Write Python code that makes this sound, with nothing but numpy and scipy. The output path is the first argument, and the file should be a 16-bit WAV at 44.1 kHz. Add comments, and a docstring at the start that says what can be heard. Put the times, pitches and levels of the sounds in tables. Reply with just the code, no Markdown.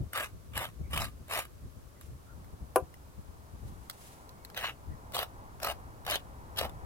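"""A puff of wind on the microphone, then the bright rasp of a wooden salt mill, close by at an outdoor table.
It is twisted four times and set down with a knock; a pepper mill is picked up and twisted five times.
Each twist crushes grains between the burrs: tiny fractures and a few sharp cracks ring in the barrel.
Gusts keep buffeting the stereo microphone; far off, birds whistle and traffic swells from the right."""
import sys
import numpy as np
from scipy import signal
from scipy.fft import rfft, irfft, next_fast_len
from scipy.io import wavfile
from scipy.ndimage import map_coordinates

SR = 44100
rng = np.random.default_rng(int(sys.argv[2]) if len(sys.argv) > 2 else 0)


def dump(signal):
    """Clip the signal to [-1, 1] and save it as 16-bit WAV at the path in sys.argv[1]."""
    limited = np.clip(np.atleast_2d(signal).T, -1, 1)
    pcm = np.round(limited * 32767).astype(np.int16)
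    wavfile.write(sys.argv[1], SR, pcm)


N = 302085

# Levels in the tables are relative: each source applies its own gain.
# Strokes of each mill: (burrs catch [s], burrs stop [s], barrel [dB], burr [dB], splinters [dB],
# swell by the end [dB], hardening by the end [dB], brightness of the wedged burr [dB/octave])
SALT_TWISTS = [(0.155, 0.239, -37, -37.5, -43, -6, 5, 2), (0.56, 0.651, -39.5, -38, -43, -1.5, -1.5, 3),
               (0.934, 1.044, -39, -37.5, -40.5, -3, 1.5, 10),
               (1.307, 1.396, -41, -39, -43.5, 2.5, 2.5, 5.5)]
PEPPER_TWISTS = [(4.571, 4.621, -46.5, -37.5, -47.5, -3.5, -3.5, -6),
                 (4.634, 4.691, -42, -33, -48, -7.5, 1.5, -4.5),
                 (5.146, 5.232, -39, -38.5, -41.5, -3.5, -2.5, 6),
                 (5.626, 5.71, -39.5, -44, -47.5, -0.5, 2, -3.5), (6.075, 6.146, -41, -43.5, -54, 1, 13, 4),
                 (6.586, 6.657, -39, -33.5, -37.5, 1.5, -16, 3)]
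# Big grains bursting; hard ones splinter, soft ones thump the barrel. The first salt row, just before the burrs
# catch, is instead the works clicking as the hand takes up the slack: (time [s], level [dB], hardness [dB])
SALT_CRACKS = [(0.133, -20.5, 6.5), (0.159, -18.5, 3), (0.175, -15.5, 5), (0.577, -16, 7.5),
               (0.616, -21, -2), (0.975, -8.5, -2), (1.019, -16, -8.5), (1.335, -12, -1), (1.39, -11, -1.5)]
PEPPER_CRACKS = [(4.575, -15, -2), (4.643, -23.5, -10), (5.146, -17.5, -0.5), (5.166, -13, -2),
                 (5.19, -11.5, -3.5), (5.631, -30.5, 17), (5.646, -15, 3.5), (6.065, -16, -2),
                 (6.099, -12.5, 0), (6.11, -18, 8), (6.156, -12.5, 0.5), (6.573, -24, 5),
                 (6.588, -12.5, 1.5)]
# Resonances of the wooden barrels and the burrs: (frequency [Hz], width [Hz], level [dB])
SALT_BARREL = [(647, 257, -7), (1190, 158, 2)]
SALT_BURR = [(1660, 240, -6), (2410, 830, -3), (3000, 300, -6.5), (3630, 340, -16)]
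PEPPER_BARREL = [(498, 204, -4), (687, 166, 2), (1260, 326, -4.5)]
PEPPER_BURR = [(1720, 610, -0.5), (2875, 340, 5), (3930, 700, -3.5), (4260, 560, -5)]
# The snap of splintering grains: (frequency [Hz], level [dB])
SALT_SNAP = [(200, -12), (600, 1.5), (2000, 11.5), (4000, 1), (6000, -3), (7200, -10), (8500, 1),
             (10000, -3.5), (11200, 2.5), (13000, 3.5), (16000, -5)]
PEPPER_SNAP = [(200, -16), (600, -24), (2000, -15), (4000, 9), (5600, 0.5), (7000, -3), (8400, 3),
               (9400, -4.5), (10500, 3), (13000, 8), (14500, 0), (16000, 1.5)]
# Loose works clicking as a mill is moved: (time [s], level [dB], hardness [dB])
WORKS_CLICKS = [(1.452, -25.5, -2), (2.011, -30, 1), (2.445, -47.5, 10), (2.941, -37.5, 8.5),
                (3.898, -20.5, 4.5), (3.91, -36, 8), (4.292, -37.5, 4.5), (4.449, -29.5, 5.5),
                (4.5, -34, 2), (6.695, -35, 2)]
# The mills at the microphone, whose housing shades the treble: (frequency [Hz], left phase lead [rad])
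MILL_PHASE = [(0, 0), (3600, 3), (8500, 4.5), (11000, 7), (14000, -0.5), (16000, 13)]
# Modes of the table under the salt mill: (frequency [Hz], level [dB], T60 before hand damping [s])
TABLE_MODES = [(411, 3, 0.13), (512, 2.5, 0.15), (639, 1, 0.1), (732, -5, 0.19), (900, -4, 0.03),
               (1010, -0.5, 0.13), (1187, -2, 0.11), (1390, -8, 0.1), (1460, -8, 0.024), (1530, -14, 0.12),
               (1586, -14, 0.11)]
# The thud of the landing mill and the rattle of its works: (frequency [Hz], level [dB])
LANDING_THUD = [(100, -48), (230, -16), (320, 12.5), (500, 5), (750, 8.5), (1100, 0), (1700, -22),
                (2700, -28), (4000, -38), (8000, -37)]
WORKS_RATTLE = [(800, -11), (1800, 1), (2800, 7), (4000, -34), (5000, -15), (8000, -9.5), (9500, -1),
                (11000, 7.5), (12500, 0), (16000, -13)]
# Close echoes off table top and crockery: (frequency [Hz], level against the direct sound [dB])
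ECHO_LEVEL = [(300, -8.5), (1000, -5.5), (2500, -8), (4000, 3.5), (6000, 5.5), (12000, 0.5)]
# Decay of those echoes: (frequency [Hz], T60 [s])
ECHO_T60 = [(300, 0.19), (2000, 0.05), (6000, 0.025), (12000, 0.026)]
# The hand sliding on a mill: (peak time [s], rise [s], fall [s], level [dB])
HAND_SLIDES = [(2.018, 0.008, 0.099, -59), (3.67, 0.2, 0.3, -66), (3.835, 0.027, 0.08, -68),
               (3.93, 0.02, 0.095, -60), (4.01, 0.015, 0.11, -57.5), (4.09, 0.12, 0.24, -59.5)]
# Skin rubbing on wood: (frequency [Hz], level [dB])
SKIN_SPECTRUM = [(500, -22), (2000, 4), (5000, 0.5), (10000, 3.5), (16000, -5)]
# Light wind between the gusts: (time [s], level [dB])
LIGHT_WIND = [(0, -58.5), (0.9, -51.5), (1.45, -58), (3.7, -58.5), (4.15, -64.5), (4.7, -59), (6.85, -52)]
# Gusts on the microphone: (peak time [s], length [s], level [dB])
GUSTS = [(0.01, 0.091, -32), (0.347, 0.12, -46), (0.568, 0.2, -44), (0.808, 0.1, -40), (0.957, 0.36, -38.5),
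         (1.214, 0.06, -45), (1.654, 0.2, -47), (1.773, 0.073, -46.5), (2.105, 0.27, -46.5),
         (2.393, 0.34, -48.5), (2.539, 0.036, -39.5), (2.621, 0.06, -41), (2.829, 0.038, -40),
         (3.189, 0.058, -44), (3.297, 0.082, -47), (3.547, 0.057, -43), (3.675, 0.41, -45),
         (4.906, 0.11, -39), (5.693, 0.08, -47.5), (6.653, 0.1, -40)]
# Rumble of eddies on the microphone: (frequency [Hz], level [dB])
BUFFET_SPECTRUM = [(12, -44), (20, -17), (44, -6), (65, 1.5), (119, -6), (178, -13.5), (282, -21),
                   (333, -23), (404, -28), (700, -36.5), (910, -48), (1540, -120)]
# Far birds: (time [s], length [s], start pitch [Hz], end pitch [Hz], level [dB])
BIRD_WHISTLES = [(0.81, 0.1, 2220, 2220, -63), (1.93, 0.1, 2090, 1880, -68),
                 (2.25, 0.11, 1310, 1450, -57.5), (4.3, 0.25, 2050, 2400, -68),
                 (4.88, 0.1, 1940, 1860, -63)]
# Far traffic drawing nearer: (time [s], level [dB])
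TRAFFIC_LEVEL = [(0, -71), (1.7, -72.5), (2.4, -65.5), (3.2, -65.5), (4.3, -60.5), (6.85, -56.5)]
# The distant road and the hiss of the open air: (frequency [Hz], level [dB])
ROAD_SPECTRUM = [(100, 9.5), (300, 0.5), (600, 0), (950, 5), (1300, -3), (2000, -13), (3500, -32),
                 (8000, -38)]
AIR_SPECTRUM = [(180, -6.5), (300, -2), (656, -6.5), (828, -31), (1080, -9), (1970, -18.5), (3520, -20.5),
                (4910, -20.5), (12500, -21), (16000, -24.5)]

SWAP_S = 3.3  # the hand goes from the salt mill to the pepper mill


def salt_mill():
    """Close to the microphone, hard crystals break between the burrs: a dense, bright rasp."""
    twist = twisting(SALT_TWISTS, rise_s=0.069, fall_s=0.13, trim_db=[0, -0.5, 0.5])
    grit = fractures(per_s=4000, spread_db=5.3, clump_db=1.7, clump_rate=200)
    snaps = SALT_CRACKS + works_clicks(SALT_TWISTS, 0, SWAP_S)
    cracks = bursts(snaps, crumble_s=0.011, trim_db=[-0.5, 1.5, 0.5])
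    return mill(twist * grit + cracks, SALT_TWISTS, SALT_BARREL, SALT_BURR, SALT_SNAP,
                detune=0.0085, left_db=0.5)


def pepper_mill():
    """At the same table, peppercorns break with a coarser, woodier crunch."""
    twist = twisting(PEPPER_TWISTS, rise_s=0.045, fall_s=0.1, trim_db=[0, -1.2, 0.6])
    grit = fractures(per_s=3200, spread_db=6, clump_db=2.4, clump_rate=180)
    snaps = PEPPER_CRACKS + works_clicks(PEPPER_TWISTS, SWAP_S, N / SR)
    cracks = bursts(snaps, crumble_s=0.0093, trim_db=[-1.5, 0, 0.5])
    return mill(twist * grit + cracks, PEPPER_TWISTS, PEPPER_BARREL, PEPPER_BURR, PEPPER_SNAP,
                detune=0.02, left_db=1.4)


def twisting(twists, rise_s, fall_s, trim_db):
    """Force on barrel, burr and splinters: it builds until the burrs catch, drifts, and lets go."""
    t, force = np.arange(N) / SR, np.zeros((3, N))
    for catch, stop, *levels, swell_db, hardening_db, _ in twists:
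        drift_db = swell_db + hardening_db * np.array([[0], [1], [1]])
        progress = np.clip((t - catch) / (stop - catch), 0, 1)
        slack = np.maximum(catch - t, 0) / rise_s + np.maximum(t - stop, 0) / fall_s
        on = slack < 2
        force_db = np.array(levels)[:, None] + drift_db * progress[on] - 60 * slack[on]
        force[:, on] = np.maximum(force[:, on], amp(force_db))
    return force * amp(trim_db)[:, None]


def fractures(per_s, spread_db, clump_db, clump_rate):
    """Tiny breaks of very unequal size, bunched as the teeth catch and release; rms 1."""
    sizes = amp(spread_db * np.clip(rng.standard_normal(N), -2, 2)) * rng.choice([-1, 1], N)
    breaks = rng.random(N) < per_s / SR
    clumps = amp(clump_db * np.clip(wobble(clump_rate), -2, 2))
    return unit(breaks * sizes * clumps)


def works_clicks(twists, from_s, to_s, lead_s=0.025, take_up_db=-30):
    """The works click as the hand takes up the slack before a twist, and when the mill is moved."""
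    take_ups = [(twist[0] - lead_s, take_up_db, 0) for twist in twists]
    return take_ups + [click for click in WORKS_CLICKS if from_s <= click[0] < to_s]


def bursts(cracks, crumble_s, trim_db):
    """Each big grain or click loads barrel, burr and splinters for a few milliseconds."""
    force, t = np.zeros((3, N + SR)), np.arange(SR // 40) / SR
    for s, db, hardness_db in cracks:
        burst = rng.standard_normal(len(t)) * amp(-60 * t / crumble_s)
        shares = amp(db + hardness_db * np.array([[-1], [0], [1]]))
        force[:, round(s * SR):][:, :len(t)] += shares * burst / np.linalg.norm(burst)
    return force[:, :N] * amp(trim_db)[:, None]


def mill(force, twists, barrel, burr, splinters, detune, left_db):
    """The fractures ring barrel and burr, differently as the head turns, and radiate their own snap."""
    sound, step = np.zeros(N + SR), SR // 25
    catches, *_, wedges = np.transpose(twists)
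    sound[:N] = signal.fftconvolve(force[2], snap(splinters))[:N]
    for start in range(0, N, step):
        wedge_tilt = np.interp(start / SR, catches, wedges)
        for push, peaks, tilt in zip(force[:2, start:start + step], (barrel, burr), (0, wedge_tilt)):
            ring = signal.fftconvolve(push, resonator(peaks, tilt, detune))
            sound[start:start + len(ring)] += ring
    direct = at_microphone(sound[:N], lambda hz: np.interp(hz, *np.transpose(MILL_PHASE)), left_db)
    return direct + table_echoes(sound[:N])


def resonator(peaks, db_per_octave, detune, vary_db=2.0, size=2048):
    """The ring of barrel or burr, energy 1; grip and filling move every resonance a little."""
    hz = np.fft.rfftfreq(size, 1 / SR)
    centre, width, db = np.transpose(peaks)[:, :, None]
    pitch, level = rng.standard_normal((2, len(peaks), 1))
    polarity = (-1) ** np.arange(len(peaks))[:, None]
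    gain = polarity * amp(db + db_per_octave * np.log2(centre) + vary_db * level)
    tuned_hz = centre * np.exp(detune * pitch)
    modes = gain * 1j * hz * width / (tuned_hz ** 2 - hz ** 2 + 1j * hz * width)
    ring = irfft(modes.sum(axis=0))
    return ring / np.linalg.norm(ring)


def snap(spectrum, size=2048):
    """A sudden impact: a minimum-phase click of energy 1 with the given spectrum."""
    magnitude = amp(along(spectrum, np.fft.rfftfreq(size, 1 / SR)))
    cepstrum = irfft(np.log(magnitude))
    cepstrum[1:size // 2] *= 2
    cepstrum[size // 2 + 1:] = 0
    click = irfft(np.exp(rfft(cepstrum)))
    return click / np.linalg.norm(click)


def set_down(landing_s=2.759):
    """The salt mill lands near the microphone: one hard push, the table rings and the works rattle."""
    t = np.arange(SR // 3) / SR
    knock = amp(-21.5) * table_ring(t, attack_s=0.002, hand_damping=1.35)
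    push = snap(LANDING_THUD)
    knock[:len(push)] -= amp(3.5) * push
    shake = amp(-14 - 60 * t / 0.006) + amp(-36 - 60 * t / 0.095)  # a jolt and a faint tail
    attack = 1 - np.exp(-t / 0.0005)
    knock += shake * attack * noise(WORKS_RATTLE, channels=1)[0, :len(t)]
    sound = np.zeros(N)
    sound[round(landing_s * SR):][:len(t)] = knock
    direct = at_microphone(sound, lambda hz: -2 * np.pi * hz * 0.00001, left_db=3.5)
    return direct + amp(-2) * table_echoes(sound)


def table_ring(t, attack_s, hand_damping):
    """The table's modes fade, damped further by the hand and blurred by the loose planks."""
    ring = np.zeros(len(t))
    for hz, db, t60 in TABLE_MODES:
        blur = 1.32 * wobble(84)[:len(t)]
        ring += amp(db - 60 * t * hand_damping / t60) * np.sin(2 * np.pi * hz * t + blur)
    return ring * (1 - np.exp(-t / attack_s))


def table_echoes(x, size=128):
    """Close echoes off table and dishes, unrelated left and right; they change as the mill moves."""
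    echoes, step = np.zeros((2, N + SR)), SR // 25
    for start in range(0, N, step):
        hz, t, grain = signal.stft(rng.standard_normal((2, SR // 10)), SR, nperseg=size)
        fade = amp(-60 * t / along(ECHO_T60, hz)[:, None])
        energy = np.sum(fade ** 2, axis=1, keepdims=True) * size / 2
        fade *= amp(along(ECHO_LEVEL, hz))[:, None] / np.sqrt(energy)
        _, response = signal.istft(grain * fade, SR, nperseg=size)
        echo = signal.fftconvolve(x[None, start:start + step], response, axes=1)
        echoes[:, start:start + echo.shape[1]] += echo
    return echoes[:, :N]


def handling():
    """Close and quiet, skin slides on wood as the hand shifts its grip."""
    rub = sum(amp(db) * swell(s, rise, fall, edge_db=16.4) for s, rise, fall, db in HAND_SLIDES)
    return rub * amp(1.6 * wobble(60)) * noise(SKIN_SPECTRUM)


def breeze(rise_share=0.43):
    """Gusts ride on a light wind; eddies strike both sides of the microphone, the left one harder."""
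    gusts = [amp(db) * swell(s, rise_share * length, (1 - rise_share) * length, edge_db=15)
             for s, length, db in GUSTS]
    strength = np.maximum(fader(LIGHT_WIND), np.max(gusts, axis=0))
    eddies = noise(BUFFET_SPECTRUM, channels=3)
    flutter = amp(1.95 * np.array([wobble(22) for _ in eddies]))
    left, right, both = eddies * flutter
    buffet = unit(np.array([left, right]) + 0.79 * both)
    return amp(4.5) * strength * buffet * amp([[1.2], [-2.2]])


def birds():
    """Soft whistles from far away, most of them gliding, smeared by the distance."""
    song = np.zeros((2, N))
    for s, length, start_hz, end_hz, db in BIRD_WHISTLES:
        hz = np.linspace(start_hz, end_hz, round(length * SR))
        smear = 1.8 * np.array([wobble(140), wobble(120)])[:, :len(hz)]
        whistle = np.sin(2 * np.pi * np.cumsum(hz) / SR + smear)
        song[:, round(s * SR):][:, :len(hz)] += amp(db) * np.hanning(len(hz)) * whistle
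    return song


def traffic():
    """A far road swells, reaching the right side of the microphone first."""
    road = noise(ROAD_SPECTRUM, channels=1)
    direct = at_microphone(road, lambda hz: -2 * np.pi * hz * 0.00032, left_db=0.5)
    diffuse = 0.5 * noise(ROAD_SPECTRUM)
    waver = amp(1.1 * wobble(7))
    return amp(6.5) * fader(TRAFFIC_LEVEL) * waver * unit(direct + diffuse)


def open_air():
    """A faint, steady hiss all around."""
    return amp(-60) * noise(AIR_SPECTRUM)


def at_microphone(x, lead, left_db):
    """One source in stereo: the left side is lead(hz) radians ahead and left_db louder."""
    side = np.array([[1], [-1]])
    return amp(side * left_db / 2) * filtered(x, lambda hz: np.exp(1j * side * lead(hz) / 2))


def amp(db):
    """Decibels to gain."""
    return 10 ** (np.asarray(db) / 20)


def unit(x):
    """Scaled to rms 1."""
    return x / np.sqrt(np.mean(x ** 2) + 1e-20)


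def along(points, hz):
    """(frequency, value) points read on a log axis."""
    knots_hz, values = np.transpose(points)
    return np.interp(np.log(hz + 1), np.log(knots_hz + 1), values)


def fader(points):
    """One gain per sample from (time, level) points, silent outside them."""
    s, db = np.transpose(points)
    return np.nan_to_num(amp(np.interp(np.arange(N) / SR, s, db, np.nan, np.nan)))


def swell(peak_s, rise_s, fall_s, edge_db):
    """A gain of 1 at peak_s that is edge_db down rise_s earlier and fall_s later."""
    t = np.arange(N) / SR - peak_s
    return amp(-edge_db * np.minimum(np.maximum(-t / rise_s, t / fall_s), 20))


def wobble(rate):
    """A smooth random curve, rate knots a second."""
    knots = rng.standard_normal(int(N * rate / SR) + 4)
    return map_coordinates(knots, [np.arange(N) * rate / SR])


def filtered(x, response):
    """x through a complex frequency response."""
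    size = next_fast_len(N + SR // 4)
    return irfft(rfft(x, size) * response(np.fft.rfftfreq(size, 1 / SR)), size)[..., :N]


def noise(spectrum, channels=2):
    """Unrelated coloured noises of rms 1."""
    return unit(filtered(rng.standard_normal((channels, N)), lambda hz: amp(along(spectrum, hz))))


def scene():
    """Both mills up close on the outdoor table, wind on the microphone, birds and road far behind."""
    foreground = salt_mill() + set_down() + pepper_mill() + handling()
    return foreground + breeze() + birds() + traffic() + open_air()


def record(dry, top_hz=16000):
    """The microphone chain passes nothing above its band limit."""
    return filtered(dry, lambda hz: hz < top_hz)


dry = scene()
out = record(dry)
dump(out)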